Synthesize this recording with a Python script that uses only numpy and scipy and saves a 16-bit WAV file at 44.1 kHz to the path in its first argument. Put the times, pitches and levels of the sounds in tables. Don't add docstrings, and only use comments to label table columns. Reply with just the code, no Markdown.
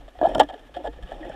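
import sys
import numpy as np
from scipy import signal
from scipy.fft import rfft, irfft, next_fast_len
from scipy.io import wavfile
from scipy.ndimage import map_coordinates

SR = 44100
rng = np.random.default_rng(int(sys.argv[2]) if len(sys.argv) > 2 else 0)


def bounce(signal):
    frames = np.transpose(np.atleast_2d(signal))
    limited = np.clip(frames, -1, 1)
    pcm = np.round(limited * 32767).astype(np.int16)
    wavfile.write(sys.argv[1], SR, pcm)


def rack_gain(trim_db):
    fader = np.asarray(trim_db, float)
    return 10 ** (fader / 20)


N = 59535

# t/s, peak level/dB, f/Hz, swell time/s, time to fade by 60 dB/s
GLUGS = [(.081, -35, 659, 0.0014, 0.036), (.2135, -10, 688, 0.0024, 0.031),
         (.2275, -7.5, 664, 0.0019, 0.024), (.234, -12, 647, 0.0075, 0.077), (.247, -5.5, 700, 0.011, .014),
         (.265, -10, 786, 0.0058, 0.025), (.288, -23.5, 633, 0.0036, 0.08),
         (.312, -22.5, 664, 0.0067, 0.034), (.353, -14, 637, 0.0044, 0.058),
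         (.381, -13.5, 643, 0.002, 0.021), (.3995, -4.5, 845, 0.0008, 0.031),
         (.4095, -4.5, 700, 0.00252, 0.0078), (.417, -17.5, 644, 0.0022, 0.088),
         (.498, -30, 810, 0.0019, 0.113), (.507, -25.5, 734, 0.007, 0.0079),
         (.534, -31.5, 706, 0.0024, 0.03), (0.756, -31.5, 564.3, 0.0073, 0.12),
         (.763, -26.5, 721, 0.009, 0.091), (.843, -25, 672, 0.0011, 0.052),
         (.851, -17, 663, 0.0045, 0.0041), (.865, -23, 700, 0.0037, 0.0084),
         (.872, -31.5, 685, 0.004, 0.085), (1.117, -21.5, 700, 0.0036, 0.012),
         (1.300, -25, 639, 0.0036, 0.015)]
# t/s, peak level/dB, f/Hz,
# swell time/s, 60 dB fade/s
BUBBLES = [(.002, -46.5, 719, 0.013, 0.034), (.150, -40, 746, 0.0067, 0.11),
           (0.2143, -22.5, 300, 0.0042, 0.088), (.408, -22, 290, 0.008, 0.12),
           (.270, -32.5, 1704, 0.00523, 0.011), (.300, -28, 300, 0.0071, 0.068),
           (0.374, -30, 119, 0.0042, 0.12), (0.549, -38.5, 444, 0.011, 0.073),
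           (.693, -39.5, 560, 0.0031, 0.036), (.795, -36, 560, 0.011, 0.1), (.855, -39, 1746, 0.013, 0.093),
           (0.872, -27.5, 465, 0.0053, 0.099), (.988, -35, 520, 0.0029, 0.048),
           (1.047, -43, 197, 0.0032, 0.058), (1.092, -37.5, 530, 0.0012, 0.15),
           (1.117, -39.5, 1792, 0.0012, 0.08), (1.130, -44, 700, 0.0038, 0.022),
           (1.196, -33.5, 667, 0.00067, 0.019), (1.203, -31, 318.3, 0.012, 0.12),
           (1.23, -37.5, 1936, 0.00071, 0.097), (1.253, -34.5, 560, 0.0014, 0.099),
           (1.255, -35, 725, 0.0013, .05), (.528, -40.5, 285.5, 0.012, 0.14),
           (1.295, -37.5, 170, 0.0064, 0.03),
           (0.2133, -31, 1716, .002, .04), (0.23, -34, 1230, 0.0033, 0.034),
           (.232, -36, 1713, 0.0049, 0.065), (0.247, -30, 1350, 0.0031, 0.026),
           (.250, -32.5, 1720, 0.0047, 0.035), (.228, -20, 334, 0.0044, 0.06),
           (0.275, -20.5, 306, 0.0026, 0.031), (.258, -20, 865, 0.0023, 0.013),
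           (.348, -20, 750, 0.0012, 0.061), (.349, -22, 3180, 0.0024, 0.004),
           (0.351, -27.5, 1405, .004, .04), (0.354, -22, 950, .004, .03), (.366, -22.5, 336, 0.0081, 0.023),
           (0.371, -40, 1210, 0.0045, 0.016), (.383, -23.5, 289, 0.004, 0.046),
           (.352, -26.5, 191, .006, 0.048), (.397, -10.5, 837, 0.0016, 0.021),
           (.399, -10.5, 560, 0.0039, 0.024), (0.3998, -11, 3364, .0012, 0.014),
           (.405, -5.5, 856, 0.0047, 0.032), (.416, -8.5, 831, 0.0028, 0.022),
           (0.419, -29, 1190, 0.0056, 0.023), (.431, -34, 3350, .0015, 0.016),
           (0.765, -32, 330, 0.0063, 0.03), (0.767, -40.5, 881, 0.0062, 0.043),
           (0.783, -35.5, 351, 0.01, 0.044), (.795, -41.5, 886, 0.008, .06), (.802, -37, 300, 0.011, 0.076),
           (.870, -27.5, 859, 0.004, 0.065), (0.879, -32, 297, 0.012, 0.058),
           (1.030, -57, 3540, 0.0052, 0.049), (.487, -43, 3290, .002, 0.056),
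           (1.072, -48, 3000, 0.0054, 0.05), (1.128, -35, 837, 0.0044, 0.072),
           (1.27, -36, 345, .012, 0.055), (1.315, -43.5, 1564, 0.003, 0.049)]
# t/s, peak level/dB, hold/s, thud over crack/dB, spray over crack/dB
SLAPS = [(0.08, -41.5, 0.009, -17, 5.5), (0.187, -38, 0.0019, 3.5, -9), (0.2138, -31.5, 0.0014, 16.5, 0),
         (0.225, -40, 0.0013, -0.5, -5), (0.233, -32, 0.036, 12.5, 4.5), (0.287, -43, 0.0051, 15, 19.5),
         (0.348, -21, 0.0024, -19, 10.5), (0.594, -44, 0.0013, 4, 11), (0.381, -30.5, 0.001, -3, 16.5),
         (0.3956, -13.5, 0.0041, 4.5, 12), (0.399, -7, 0.0015, -1.5, 4), (0.4042, -16.5, 0.0025, -0.5, 5.5),
         (.411, -17.5, 0.0016, 2, 1.5), (0.432, -27.5, 0.0033, -12, 6), (0.488, -36.5, 0.018, 4.5, 4),
         (0.526, -39.5, 0.017, 5.5, 3.5), (0.7414, -34, 0.013, -2.5, 0), (0.7645, -32, 0.01, 3, 2.5),
         (0.8, -64, 0.0065, 12, -3), (0.838, -38.5, 0.036, 10, 6.5), (0.8712, -33, 0.0065, -5, -3),
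         (0.931, -45, 0.014, -26, -3), (1.0256, -38.5, 0.0082, -4.5, 6.5), (1.051, -44.5, 0.041, -14, 4.5),
         (1.249, -38.5, 0.0083, 1.5, 5.5), (0.926, -50, .002, -13, 10), (1.089, -43, 0.0036, 6, 0),
         (1.111, -40, 0.018, -13, 7), (1.208, -42, .002, -6, -1), (1.294, -44, 0.0034, 12, 17)]
# t/s, level/dB
SLOSH = [(0, -63.5), (.12, -71), (.20, -54.5), (.23, -51), (.28, -41.5), (.44, -42), (.465, -61),
         (.56, -58), (.68, -64.5), (.735, -68.5), (.80, -53.5), (.83, -59.5), (.89, -74), (.93, -59.5),
         (1.07, -64), (1.11, -51), (1.19, -52.5), (1.35, -49)]
# t/s, level/dB
SURGE = [(0.0, -45), (0.154, -56), (0.176, -45.5), (0.364, -39), (0.39, -41.5), (0.574, -54),
         (0.608, -47.5), (0.684, -53), (0.702, -51.5), (0.812, -53.5), (0.902, -40), (1.0, -48.5),
         (1.026, -34.5), (1.104, -49.5), (1.128, -43.5), (1.254, -43), (1.292, -54), (1.35, -44)]
# f/Hz, width/Hz, level/dB
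LOW_MODES = [(300, 63, -2), (560, 94, -2.5), (700, 93, -1.5), (858, 99, -5.5)]
# f/Hz, width/Hz, level/dB
MID_MODES = [(1230, 240, -0.5), (1698, 41.7, 7), (1828, 98, 1), (2370, 290, -11), (3183, 388, 1),
             (3707, 83, -4)]
# f/Hz, width/Hz, level/dB
TOP_MODES = [(5400, 243, 7.5), (7340, 480, 0.5), (8810, 500, 0.5), (10370, 600, -8.5), (13700, 3800, -14.5)]
WET_MODES = MID_MODES[:3] + [(2450, 200, -3.5)] + MID_MODES[4:]
# f/Hz, level per Hz/dB
RUMBLE = [(8.8, -28), (15, 2.5), (43, -1.5), (56, -9), (87, -9), (184, -14.5), (220, -25.5), (290, -36),
          (480, -120)]
# f/Hz, level per Hz/dB
HISS = [(120, -50), (250, -3.5), (1000, -17.5), (3200, -24), (4600, -31.5), (12300, -41), (14200, -41),
        (15400, -72)]

LOW_CUT_HZ, MID_CUT_HZ, TOP_CUT_HZ = 1180, 3050, 18000
MID_GROWS, TOP_GROWS = 0.58, 0.82


def unit(x):
    return x / np.sqrt(np.mean(x ** 2) + 1e-20)


def curve(rows):
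    return np.interp(np.arange(N) / SR, *np.transpose(rows))


def wobble(rate_hz):
    knots = rng.standard_normal(1000)
    smooth = map_coordinates(knots, [np.arange(N) * rate_hz / SR], mode="wrap")
    return 2 * np.tanh(smooth / 2)


def filtered(x, response):
    length = next_fast_len(N + SR // 2)
    spectrum = rfft(x, length) * response(np.fft.rfftfreq(length, 1 / SR))
    return irfft(spectrum, length)[..., :N]


def coloured(points):
    f, db = np.transpose(points)

    def response(hz):
        return rack_gain(np.interp(np.log(hz + 1), np.log(f + 1), db))

    return unit(filtered(rng.standard_normal(N), response))


def shell(force, modes, cut_hz):
    def ring(f):
        total = 0
        for k, (centre, width, db) in enumerate(modes):
            damping = 1j * f * width
            total = total + (-1) ** k * rack_gain(db) * damping / (centre ** 2 - f ** 2 + damping)
        return total / (1 - (f / cut_hz) ** 2 + 1.3j * f / cut_hz)

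    power = np.mean(np.abs(ring(np.linspace(0, SR / 2, num=4000))) ** 2)
    return filtered(force, ring) / np.sqrt(power)


def glugs():
    rise, level_db = 0.085, -1
    out = np.zeros(N + SR)
    t = np.arange(SR // 6) / SR
    for start, db, hz, swell, t60 in GLUGS + BUBBLES:
        opening = np.sin(np.pi / 2 * np.clip(t / swell, 0, 1)) ** 2
        fading = rack_gain(-60 * np.clip(t - swell, 0, None) / t60)
        life = np.clip(t / (swell + t60 / 2), 0, 2)
        phase = 2 * np.pi * np.cumsum(hz * (1 + rise * (life - 0.5))) / SR
        out[round(start * SR):][:len(t)] += rack_gain(db + level_db) * opening * fading * np.sin(phase)
    return out[:N]


def slaps():
    attack_s, t60_s, lumpy_db = 0.00014, 0.028, 3.5
    edge = 8.1
    thud_level_db, crack_level_db, spray_level_db = -6, -10.5, -34
    rush = np.zeros((3, N + SR))
    blows = np.zeros((3, N))
    t = np.arange(SR // 10) / SR
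    for start, db, hold, thud_db, spray_db in SLAPS:
        first = round(start * SR)
        size = rack_gain(db + np.array([[thud_db], [0], [spray_db]]))
        fading = rack_gain(-60 * np.clip(t - hold, 0, None) / t60_s)
        rush[:, first:][:, :len(t)] += size * (1 - np.exp(-t / attack_s)) * fading
        blows[1:, first] = edge * size[1:, 0]
    lumps = unit(rng.standard_normal(N) * rack_gain(lumpy_db * wobble(600)))
    force = blows + rush[:, :N] * lumps
    thud = rack_gain(thud_level_db) * shell(force[0], LOW_MODES[1:], LOW_CUT_HZ)
    crack = rack_gain(crack_level_db) * shell(force[1], MID_MODES, MID_CUT_HZ)
    spray = rack_gain(spray_level_db) * shell(force[2], TOP_MODES, TOP_CUT_HZ)
    return thud + crack + spray


def slosh():
    drops_per_s, drop_spread_db, wash_share = 1600, 6, 0.65
    strength_db = curve(SLOSH)
    mean_db = strength_db.mean()
    swing_db = strength_db - mean_db + 0.74 * wobble(11.0)
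    groups = [(LOW_MODES, LOW_CUT_HZ, 7.5, 1),  # modes, damping/Hz, level/dB, share of the swing
              (WET_MODES, MID_CUT_HZ, -2, MID_GROWS),
              (TOP_MODES, TOP_CUT_HZ, -21, TOP_GROWS)]
    out = 0
    for modes, cut_hz, db, grows in groups:
        chance, side, luck = rng.random((3, N))
        hits = chance < drops_per_s / SR
        drops = hits * np.sign(side - 0.5) * rack_gain(-drop_spread_db * np.log(luck + 0.016))
        force = unit((1 - wash_share) * unit(drops) + wash_share * rng.standard_normal(N))
        level_db = mean_db + db + grows * swing_db + 1.95 * wobble(46.2)
        out = out + shell(force * rack_gain(level_db), modes, cut_hz)
    return out


def fizz(count=170):
    centre_hz, pitch_spread, cycles, level_db = 2592, 0.422, 6.1, -14
    spread_db, cap = 4, 0.08
    draw = rng.random((count, 2))
    t = np.arange(SR // 25) / SR
    start = (draw[:, 0] * N).astype(int)
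    hz = centre_hz * np.exp(pitch_spread * np.tanh(rng.standard_normal((count, 1))))
    strength_db = curve(SLOSH)
    mean_db = strength_db.mean()
    size_db = mean_db + MID_GROWS * (strength_db[start] - mean_db)
    size_db = size_db - spread_db * np.log(draw[:, 1] + cap)
    age = t * hz / cycles
    envelope = np.e * age * np.exp(-age)
    rings = rack_gain(size_db + level_db)[:, None] * envelope * np.sin(2 * np.pi * hz * t)
    places = start[:, None] + np.arange(len(t))
    force = np.bincount(places.ravel(), rings.ravel(), N + SR)[:N]
    return shell(force, WET_MODES, MID_CUT_HZ)


def rumble():
    sway_hz, sway_wander = 43.7, 0.18
    noise = rack_gain(-5 + 2.5 * wobble(11.13)) * coloured(RUMBLE)
    phase = 2 * np.pi * np.cumsum(sway_hz * np.exp(sway_wander * wobble(11))) / SR
    sway = rack_gain(1 + 4 * wobble(29.92)) * np.sin(phase)
    return rack_gain(curve(SURGE)) * (noise + sway)


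def hiss():
    level_db, flutter_db = -57, 1.5
    return rack_gain(level_db + flutter_db * wobble(50)) * coloured(HISS)


def scene():
    mix = glugs() + slaps() + slosh() + fizz() + rumble() + hiss()
    return mix[None]


def roll_off(x):
    return signal.sosfilt(signal.butter(12, 15590, fs=SR, output="sos"), x)


def record(dry):
    ceiling, top_hz = 1.05, 15650
    held = dry / (1 + np.abs(dry / ceiling) ** 6) ** (1 / 6)
    mix = filtered(held, lambda hz: hz < top_hz)
    return roll_off(mix)


dry = scene()
out = record(dry)
bounce(out)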